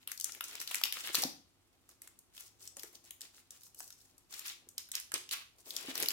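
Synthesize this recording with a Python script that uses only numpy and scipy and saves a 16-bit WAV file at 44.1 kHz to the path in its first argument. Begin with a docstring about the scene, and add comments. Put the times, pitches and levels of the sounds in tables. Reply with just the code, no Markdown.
"""A small room, a stereo microphone close to gloved hands; still air and a faint hum run throughout.
From the start the hands peel a paper-and-film sleeve and pull a thin tool free; from about 1.9 s they finger
it lightly; from about 4.3 s the sleeve slides off and is crumpled. Creases are short bursts through resonances,
rustle is tiny ringing clicks over coloured noise, and now and then a damped low ring makes the pack thud."""
import sys
import numpy as np
from scipy import signal
from scipy.fft import rfft, irfft, next_fast_len
from scipy.io import wavfile

SR = 44100
rng = np.random.default_rng(int(sys.argv[2]) if len(sys.argv) > 2 else 0)


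def master_out(mix):
    """Clip the mix to full scale and print it as 16-bit PCM to the path in sys.argv[1]."""
    frames = np.transpose(np.atleast_2d(mix))
    ceiling = np.clip(frames, -1, 1)
    pcm = np.round(ceiling * 32767).astype(np.int16)
    wavfile.write(sys.argv[1], SR, pcm)


N = 270244
TIME = np.arange(N) / SR
PORT_LAG_S = .00012  # usual lateness of the right microphone port


def from_db(db):
    """Decibels to amplitude gain."""
    return 10 ** (np.asarray(db) / 20)


def rms_one(x):
    """Scale to rms 1 over all channels."""
    return x / np.sqrt(np.mean(x ** 2) + 1e-20)


def unit_energy(x):
    """Scale each channel to energy 1."""
    return x / np.sqrt(np.sum(x ** 2, axis=-1, keepdims=True) + 1e-20)


def at_hz(points, hz):
    """Read a table of frequencies and values on a log-frequency axis."""
    table_hz, value = np.transpose(points)
    return np.interp(np.log(np.maximum(hz, 1)), np.log(table_hz), value)


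def drift(rate):
    """Random wander of rms 1 along straight lines between rate knots a second."""
    knots = rng.standard_normal(8192)
    return rms_one(np.interp(TIME * rate, np.arange(len(knots)), knots))


def cut(x, hz, kind, order=2):
    """Causal Butterworth filter."""
    sos = signal.butter(order, np.clip(hz, 10, .45 * SR), kind, fs=SR, output="sos")
    return signal.sosfilt(sos, x)


def resonate(x, hz, width_hz):
    """Two-pole resonance with a gain of about 1 at its pitch."""
    radius = np.exp(-np.pi * width_hz / SR)
    zeros = np.array([1, 0, -1]) * (1 - radius ** 2) / 2
    poles = [1, -2 * radius * np.cos(2 * np.pi * hz / SR), radius ** 2]
    return signal.lfilter(zeros, poles, x)


def colour(x, spectrum):
    """Filter by a spectrum that drops 30 dB within an octave beyond each end; rms 1."""
    size = next_fast_len(N)
    hz = np.arange(size // 2 + 1) * SR / size
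    (low_hz, low_db), (high_hz, high_db) = spectrum[0], spectrum[-1]
    closed = [(low_hz / 2, low_db - 30), *spectrum, (high_hz * 2, high_db - 30)]
    filtered = irfft(rfft(x, size) * from_db(at_hz(closed, hz)), size)
    return rms_one(filtered[..., :N])


def two_ports(source, apart, lag_s=PORT_LAG_S):
    """Mix a shared row, late at the right port (left if negative), with one row of each port's own."""
    apart, lag = np.clip(apart, 0, 1), round(lag_s * SR)
    length = source.shape[1]
    shared = np.array([np.pad(source[0], (max(late, 0), 0))[:length] for late in (-lag, lag)])
    return np.sqrt(1 - apart) * shared + np.sqrt(apart) * source[1:]


def pan(db):
    """Left and right gains of constant power, left over right by db."""
    gains = from_db(np.array([[1], [-1]]) * db / 2)
    return gains / np.sqrt(np.mean(gains ** 2, axis=0))


def add(out, s, sound):
    """Mix a sound in at a time."""
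    at = max(round(s * SR), 0)
    out[:, at:at + sound.shape[1]] += sound[:, :N - at]


# Spectrum of the still air, before scaling to rms 1: pitch_hz, relative_level_db
AIR_SPECTRUM = [(15, -41), (25, -12.5), (59, -2.5), (217, -11.5), (309, -9), (384, -12.5), (531, -19.5),
                (754, -15), (887, -17.5), (1260, -18), (1520, -21), (14800, -28.5), (16000, -41.5)]
AIR_DB = -73.5  # rms
# Steady tones of mains hum and faint drone, about which they waver: pitch_hz, rms_db
HUM_TONES = [(99, -84), (260, -88.5), (350, -91)]


def background():
    """Room air is coloured noise; the hum is sines wavering in pitch and level, alike at both ports."""
    air_noise = two_ports(rng.standard_normal((3, N)), apart=0.67)
    out = from_db(AIR_DB) * colour(air_noise, AIR_SPECTRUM)
    for hz, db in HUM_TONES:
        level = from_db(db + 2.74 * drift(5.1)) * np.sqrt(2)
        phase = 2 * np.pi * np.cumsum(hz + 3.6 * drift(9)) / SR
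        out += level * np.sin(phase)
    return out


# How long the room takes to die by 60 dB, before the tail's final fade: pitch_hz, decay_s
ROOM_DECAY = [(150, .45), (500, .36), (1400, .36), (3700, .39), (9700, .32), (16000, .26)]
# Strength of the room's ring against the direct sound, before the tail is windowed: pitch_hz, level_db
ROOM_STRENGTH = [(150, -7), (600, -5), (2000, -4), (5000, -4.5), (10000, -5.5), (16000, -7)]


def room(x, first_wall_s=0.0044, build_s=0.0029):
    """Diffuse reflections build up after the first wall and die band by band; bass is most alike at both ports."""
    t, edges_hz = TIME[:SR], np.geomspace(90, 18000, 12)
    tail = np.zeros((2, SR))
    for low, high in zip(edges_hz, edges_hz[1:]):
        hz = np.sqrt(low * high)
        noise = two_ports(rng.standard_normal((3, SR)), apart=hz / (hz + 700))
        dying = cut(noise, [low, high], "band") * from_db(-60 * t / at_hz(ROOM_DECAY, hz))
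        band_share = np.sqrt(2 * (high - low) / SR)
        tail += unit_energy(dying) * band_share * from_db(at_hz(ROOM_STRENGTH, hz))
    build_up = np.clip((t - first_wall_s) / build_s, 0, 1)
    fade_out = np.clip(2 - 2.5 * t, 0, 1)  # from 0.4 to 0.8 s
    return signal.fftconvolve(x, tail * build_up * fade_out, axes=1)[:, :N]


# Strokes of the fingers: peeling and pulling free, light fingering, then sliding off and crumpling.
# Levels are before rustle's trims: start_s, length_s, film_db, paper_db, flex_db
FINGER_STROKES = [ (0, 0.033, -62, -69, -79), (0.07, 0.055, -53, -55.5, -70), (0.242, 0.055, -64, -53, -69),
                  (0.314, 0.065, -56, -64.5, -65.5), (0.409, 0.086, -53.5, -56, -74),
                  (.47, .11, -54.5, -55.5, -66.5), (0.592, 0.036, -44.5, -51, -61.5),
                  (0.662, 0.12, -44, -48.5, -65), (0.827, 0.044, -43, -48, -62),
                  (0.916, 0.094, -43.5, -48.5, -65), (1.027, 0.075, -44, -43, -55),
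                  (1.119, .12, -36.5, -43, -55.5), (1.877, 0.047, -63, -74.5, -70),
                  (2.009, 0.055, -64, -70, -71.5), (2.322, .15, -55.5, -66.5, -79),
                  (2.584, .09, -55.5, -66.5, -73), (2.754, 0.12, -56, -65.5, -65.5),
                  (2.919, 0.042, -53, -67.5, -66.5), (3.032, 0.06, -57, -65.5, -69),
                  (3.208, 0.054, -53.5, -60, -71.5), (3.322, 0.079, -58.5, -69, -78),
                  (3.5, 0.074, -59, -67.5, -71.5), (3.587, 0.091, -61, -83, -87),
                  (3.752, 0.13, -57, -75, -74), (3.874, 0.23, -64.5, -81, -88),
                  (4.292, 0.13, -48.5, -57.5, -70), (4.43, 0.091, -47, -49.5, -76),
                  (4.772, 0.031, -74, -56.5, -77), (4.929, 0.053, -50, -46.5, -70),
                  (5.138, 0.02, -59, -38.5, -50), (5.308, 0.037, -42.5, -41, -58),
                  (5.343, 0.079, -61.5, -53, -70.5), (5.579, 0.034, -61, -72, -73),
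                  (5.638, 0.12, -53.5, -60, -63.5), (5.733, 0.14, -53.5, -52, -58.5),
                  (5.869, 0.047, -45, -44.5, -50.5), (5.936, 0.11, -40.5, -44.5, -50),
                  (6.08, 0.055, -46, -46.5, -61)]
# The pack merely held, before the same trims: film_db, paper_db, flex_db
HELD_LEVELS = [-79.5, -83, -80.5]
ATTACK_SHARE, RELEASE_S = 0.3, .009  # share of a stroke's length; time constant once it stops


def stroke_gains():
    """Film, paper and flexing share each stroke's attack, hold and release; overlaps add in power."""
    power = from_db(HELD_LEVELS)[:, None] ** 2 * np.ones(N)
    t = TIME[:SR // 2]
    for start, length, *levels_db in FINGER_STROKES:
        attack = np.clip(t / max(ATTACK_SHARE * length, 1e-3), 0, 1)
        release = np.exp(-np.maximum(t - length, 0) / RELEASE_S)
        add(power, start, (from_db(levels_db)[:, None] * attack * release) ** 2)
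    return np.sqrt(power)


def crackle(spectrum, per_s, spread_db, smooth, flutter_db, apart):
    """Clumps of tiny buckles ring a few cycles in one of 12 bands over smooth sliding friction; rms 1."""
    born = rng.random(N) < per_s * from_db(4 * drift(70)) / SR
    sizes = born * from_db(spread_db * np.minimum(rng.exponential(1, N), 3.5))
    clicks = two_ports(sizes * rng.choice([-1, 1], (3, N)), apart)
    band = rng.integers(0, 12, N)
    pitches_hz = np.linspace(spectrum[0][0], min(spectrum[-1][0], .4 * SR), 12)
    width_hz = 1.5 * (pitches_hz[1] - pitches_hz[0])
    grains = np.zeros((2, N))
    for k, hz in enumerate(pitches_hz):
        grains += resonate(clicks * (band == k) + 1e-18, hz, width_hz)
    friction = two_ports(rng.standard_normal((3, N)), apart)
    mixed = colour(grains, spectrum) + smooth * colour(friction, spectrum)
    return rms_one(mixed * from_db(flutter_db * drift(60)))


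# Where the wrapper is being bent, positive to the left: time_s, left_over_right_db
BEND_PLACE = [(0, 4), (.24, 5.5), (.41, 2), (.83, 3), (1.2, 2), (2.0, 0.5), (2.8, 4), (3.1, 2), (3.7, 2),
              (4.4, 3.5), (5.0, -1), (5.3, 0.5), (5.8, 5), (6.13, 1)]


def side_db_at(s):
    """Left-over-right level of the bending wrapper at a time."""
    return np.interp(s, *np.transpose(BEND_PLACE))


# Spectra of film hiss, paper rub and pack flexing, before scaling to rms 1: pitch_hz, relative_level_db
FILM_SPECTRUM = [(2800, -22), (4300, -4), (5500, -1), (7200, 0), (9500, -3), (13000, -4), (16000, -5)]
PAPER_SPECTRUM = [(700, -16), (1100, -3.5), (1700, -2.5), (2600, 1), (3800, 1), (5000, -5), (8000, -24.5)]
FLEX_SPECTRUM = [(90, -21.5), (170, -17), (260, -6.5), (380, -5), (520, -7), (750, -9.5), (1300, -17.5)]


def rustle(film_db=-2.5, paper_db=-0.5, flex_db=-4.0):
    """Film hisses and paper rubs as crackle, and the pack flexes as low noise, as the hands work."""
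    film_gain, paper_gain, flex_gain = stroke_gains()
    film = crackle(FILM_SPECTRUM, per_s=550, spread_db=4.5, smooth=1.0, flutter_db=3.0, apart=0.7)
    paper = crackle(PAPER_SPECTRUM, per_s=500, spread_db=3.5, smooth=0.92, flutter_db=1.6, apart=0.55)
    flex = colour(two_ports(rng.standard_normal((3, N)), apart=0.4), FLEX_SPECTRUM)
    flex = flex * from_db(3.2 * drift(40))
    out = film_gain * from_db(film_db) * film
    out += paper_gain * from_db(paper_db) * paper
    out += flex_gain * from_db(flex_db) * flex
    return out * pan(0.55 * side_db_at(TIME))  # panned less widely than the snaps


# Dull bumps of hands and pack, peaks before trim and pan: start_s, peak_db, pitch_hz
BUMPS = [(1.146, -41, 433), (1.181, -38.5, 295), (1.233, -28.5, 625), (1.25, -30.5, 249.3),
         (2.77, -48.5, 570), (2.836, -45, 403), (3.804, -48, 730), (4.669, -55, 355), (5.136, -39, 372),
         (5.159, -46, 454), (5.883, -35, 273), (6.032, -38.5, 510)]


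def thuds(trim_db=-1.5, die_s=0.0059, ring_q=3.67, puff_db=-19.5):
    """A soft bump flaps the slack pack: a few damped cycles and a puff of low noise, slightly left."""
    out, t = np.zeros((2, N)), np.arange(4096) / SR
    for s, db, hz in BUMPS:
        push = two_ports(rng.standard_normal((3, len(t))) * np.exp(-t / die_s), apart=0.072)
        flap = unit_energy(resonate(push, hz, hz / ring_q))
        puff = from_db(puff_db) * unit_energy(cut(push, [120, 330], "band"))
        thud = cut(flap + puff, 2100, "low")
        add(out, s, thud / np.abs(thud).max() * from_db(db + trim_db) * pan(2.3))
    return out


def table_bounce(snap, delay_s=0.0022, smear_s=0.0011, bounce_db=-7.5):
    """The table and the things on it scatter a snap back a moment later, differently to each port."""
    late = np.arange(256) / SR - delay_s * rng.uniform(.8, 1.2)
    scatter = rng.standard_normal((2, len(late))) * (late > 0) * np.exp(-np.abs(late) / smear_s)
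    bounce = signal.fftconvolve(snap, unit_energy(scatter), axes=1)[:, :snap.shape[1]]
    return snap + from_db(bounce_db) * bounce


# Lesser creases: mean rate, level over the film's untrimmed rustle, and spread
TICKS_PER_S, TICK_OVER_RUSTLE_DB, TICK_SPREAD_DB = 22, 12, 2.5
# Their middle pitch, and crack and sheet levels before the snaps' trims
TICK_HZ, TICK_CRACK_DB, TICK_SHEET_DB = 5400, -15.5, -24.5


def ticks(count=256):
    """Lesser creases give way at random, as strong as the film is busy; rows like those of the snaps."""
    draws = rng.standard_normal((count, 4))
    gaps_s = (draws[:, 0] ** 2 + draws[:, 1] ** 2) / 2 / TICKS_PER_S  # exponential waiting times
    busy_db = 20 * np.log10(stroke_gains()[0])
    rows = []
    for s, size, pitch in zip(np.cumsum(gaps_s), draws[:, 2], draws[:, 3]):
        if s < TIME[-1]:
            level_db = busy_db[int(s * SR)] + TICK_OVER_RUSTLE_DB + TICK_SPREAD_DB * size
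            ring_hz = TICK_HZ * 2 ** np.clip(.3 * pitch, -1, .5)
            rows.append((s, level_db, ring_hz, TICK_CRACK_DB, TICK_SHEET_DB))
    return rows


# A hard snap is over sooner: shiver time at the usual strength, and the rise in strength that halves it
SHIVER_S, USUAL_SNAP_DB, HALVING_DB = 0.0012, -27, 18.5
# Creases buckling, levels before the trims in snaps(); crack and sheet are relative to the facet's ring:
# start_s, level_db, pitch_hz, crack_db, sheet_db
CREASES = [(0.0745, -25, 2640, -1.5, -20), (0.1166, -24, 5940, -9, -21.5), (0.1757, -32, 5100, -17, -36),
           (0.199, -26, 6500, -16, -32), (0.2099, -23.5, 5830, -21, -32), (0.2433, -16.5, 6900, -33, -29.5),
           (0.3203, -30.5, 6000, -27, -35), (0.3483, -33.5, 2140, -4, -27), (0.408, -22.5, 2400, -6, -14.5),
           (0.4402, -27, 6500, -19, -34), (0.5531, -29, 4900, -15, -19), (0.601, -28, 4750, -17, -28),
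           (0.6142, -26.5, 6330, -10, -20), (0.6751, -25.5, 4400, -10, -16.5),
           (0.7118, -27.5, 7440, -4, -13), (0.7449, -17.5, 7500, -23, -16), (0.7544, -22, 6740, -23, -29),
           (0.8138, -27.5, 2620, -7, -9), (0.8367, -11.5, 3060, -14.5, -30),
           (0.8544, -23.5, 3300, -13, -22.5), (0.9244, -20, 2900, -4.5, -18), (1.073, -27.5, 2670, 1, -5),
           (1.1458, -16, 4400, -18, -22), (1.1519, -12.5, 4360, -11.5, -24.5),
           (1.2362, -16, 4500, -14.5, -26.5), (1.8905, -43, 7670, -19, -21.5),
           (2.0182, -35, 8400, -16.5, -28.5), (2.0741, -38.5, 7140, -17, -20),
           (2.1894, -42, 8050, -10.5, -48), (2.4064, -35, 7600, -14, -26.5), (2.675, -31.5, 6230, -30, -54),
           (2.768, -32.5, 6800, -26, -28), (2.7947, -33, 4460, -11, -34), (2.833, -29.5, 7400, -16, -20.5),
           (3.107, -31, 7000, -7, -17), (3.2078, -33.5, 6680, -21, -29), (3.2156, -30.5, 5370, -19, -36),
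           (3.5062, -34.5, 6500, -29.5, -35), (3.6336, -41, 5270, -4.5, -41),
           (3.7458, -41, 7600, -12, -25.5), (3.8039, -31, 6870, -20.5, -24),
           (3.904, -37.5, 5230, -13.5, -26), (3.925, -40, 5670, -23, -36), (4.1799, -45, 7400, -14.5, -31),
           (4.3929, -29.5, 6960, -10, -29), (4.6881, -37, 7500, -22, -39),
           (4.7802, -22.5, 5000, -15.5, -21), (4.8877, -43.5, 3400, -1, -13),
           (4.9164, -25, 6700, -26, -19.5), (4.9527, -18.5, 5200, -20, -30), (4.9994, -29, 8160, -12, -27),
           (5.1181, -28, 7050, -19, -15.5), (5.1399, -16.5, 6370, -28, -33), (5.1785, -35, 4260, -14, -19),
           (5.2904, -33, 4250, -16, -12), (5.3109, -24, 3840, -19, -21.5), (5.334, -26, 2690, 2, -16.5),
           (5.7059, -26.5, 4400, -13.5, -22), (5.7649, -20, 4820, -20.5, -21.5),
           (5.954, -23, 5400, -13, -27), (5.9774, -22.5, 2930, -3, -24), (6.0008, -20.5, 4900, 0, -26),
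           (6.0252, -18.5, 5300, -12, -32), (6.0314, -21, 6400, -20, -16), (6.059, -23.5, 2780, -5, -15.5),
           (6.0853, -14, 4800, -7.5, -17), (6.105, -23, 5160, -24, -17.5)]


def snaps(trim_db=11.5, crack_trim_db=7.0, sheet_trim_db=14.0, ring_q=1.74, crack_hz=12000,
          crack_width_hz=6500, sheet_hz=1850, shiver=0.48, creep_s=.0005, pop_after_s=.0008, lag_s_per_db=0.26):
    """A crease creeps, pops and shivers; its facet rings, its edge cracks and the sheet around it answers."""
    out, t = np.zeros((2, N)), np.arange(-128, 896) / SR
    for s, db, ring_hz, crack_db, sheet_db in [*CREASES, *ticks()]:
        side_db = side_db_at(s)
        shiver_s = SHIVER_S * .5 ** ((db - USUAL_SNAP_DB) / HALVING_DB)
        envelope = np.exp(-np.abs(t) / np.where(t < 0, creep_s, max(shiver_s, 1e-4)))
        burst = shiver * rng.standard_normal((3, len(t))) * envelope
        burst[0] += t == 0  # the pop
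        # this lag nearly always outlasts the burst: the far port then gets only its own shiver, no pop
        burst = two_ports(unit_energy(burst), apart=0.28, lag_s=side_db * lag_s_per_db)

        facet = resonate(burst, ring_hz, ring_hz / ring_q)
        facet = unit_energy(cut(facet, 0.59 * ring_hz, "high", order=3))
        varied_sheet_hz = sheet_hz * from_db(rng.normal(0, 4.5))
        sheet = unit_energy(cut(resonate(burst, varied_sheet_hz, 910), 660, "high", order=3))
        crack = unit_energy(cut(resonate(burst, crack_hz, crack_width_hz), [7500, 15500], "band"))

        snap = facet + from_db(sheet_db + sheet_trim_db) * sheet
        snap += from_db(crack_db + crack_trim_db) * crack
        snap = unit_energy(snap) * from_db(db + trim_db)
        add(out, s + pop_after_s + t[0], table_bounce(snap) * pan(side_db))
    return out


def scene():
    """The wrapper close by, its ring in the small room, and the background."""
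    wrapper = rustle() + thuds() + snaps()
    return background() + room(wrapper) + wrapper


def record(dry):
    """A steep elliptic low-pass takes off the top above 16.2 kHz."""
    sos = signal.ellip(10, .1, 80, 16200, fs=SR, output="sos")
    return signal.sosfilt(sos, dry)


dry = scene()
out = record(dry)
master_out(out)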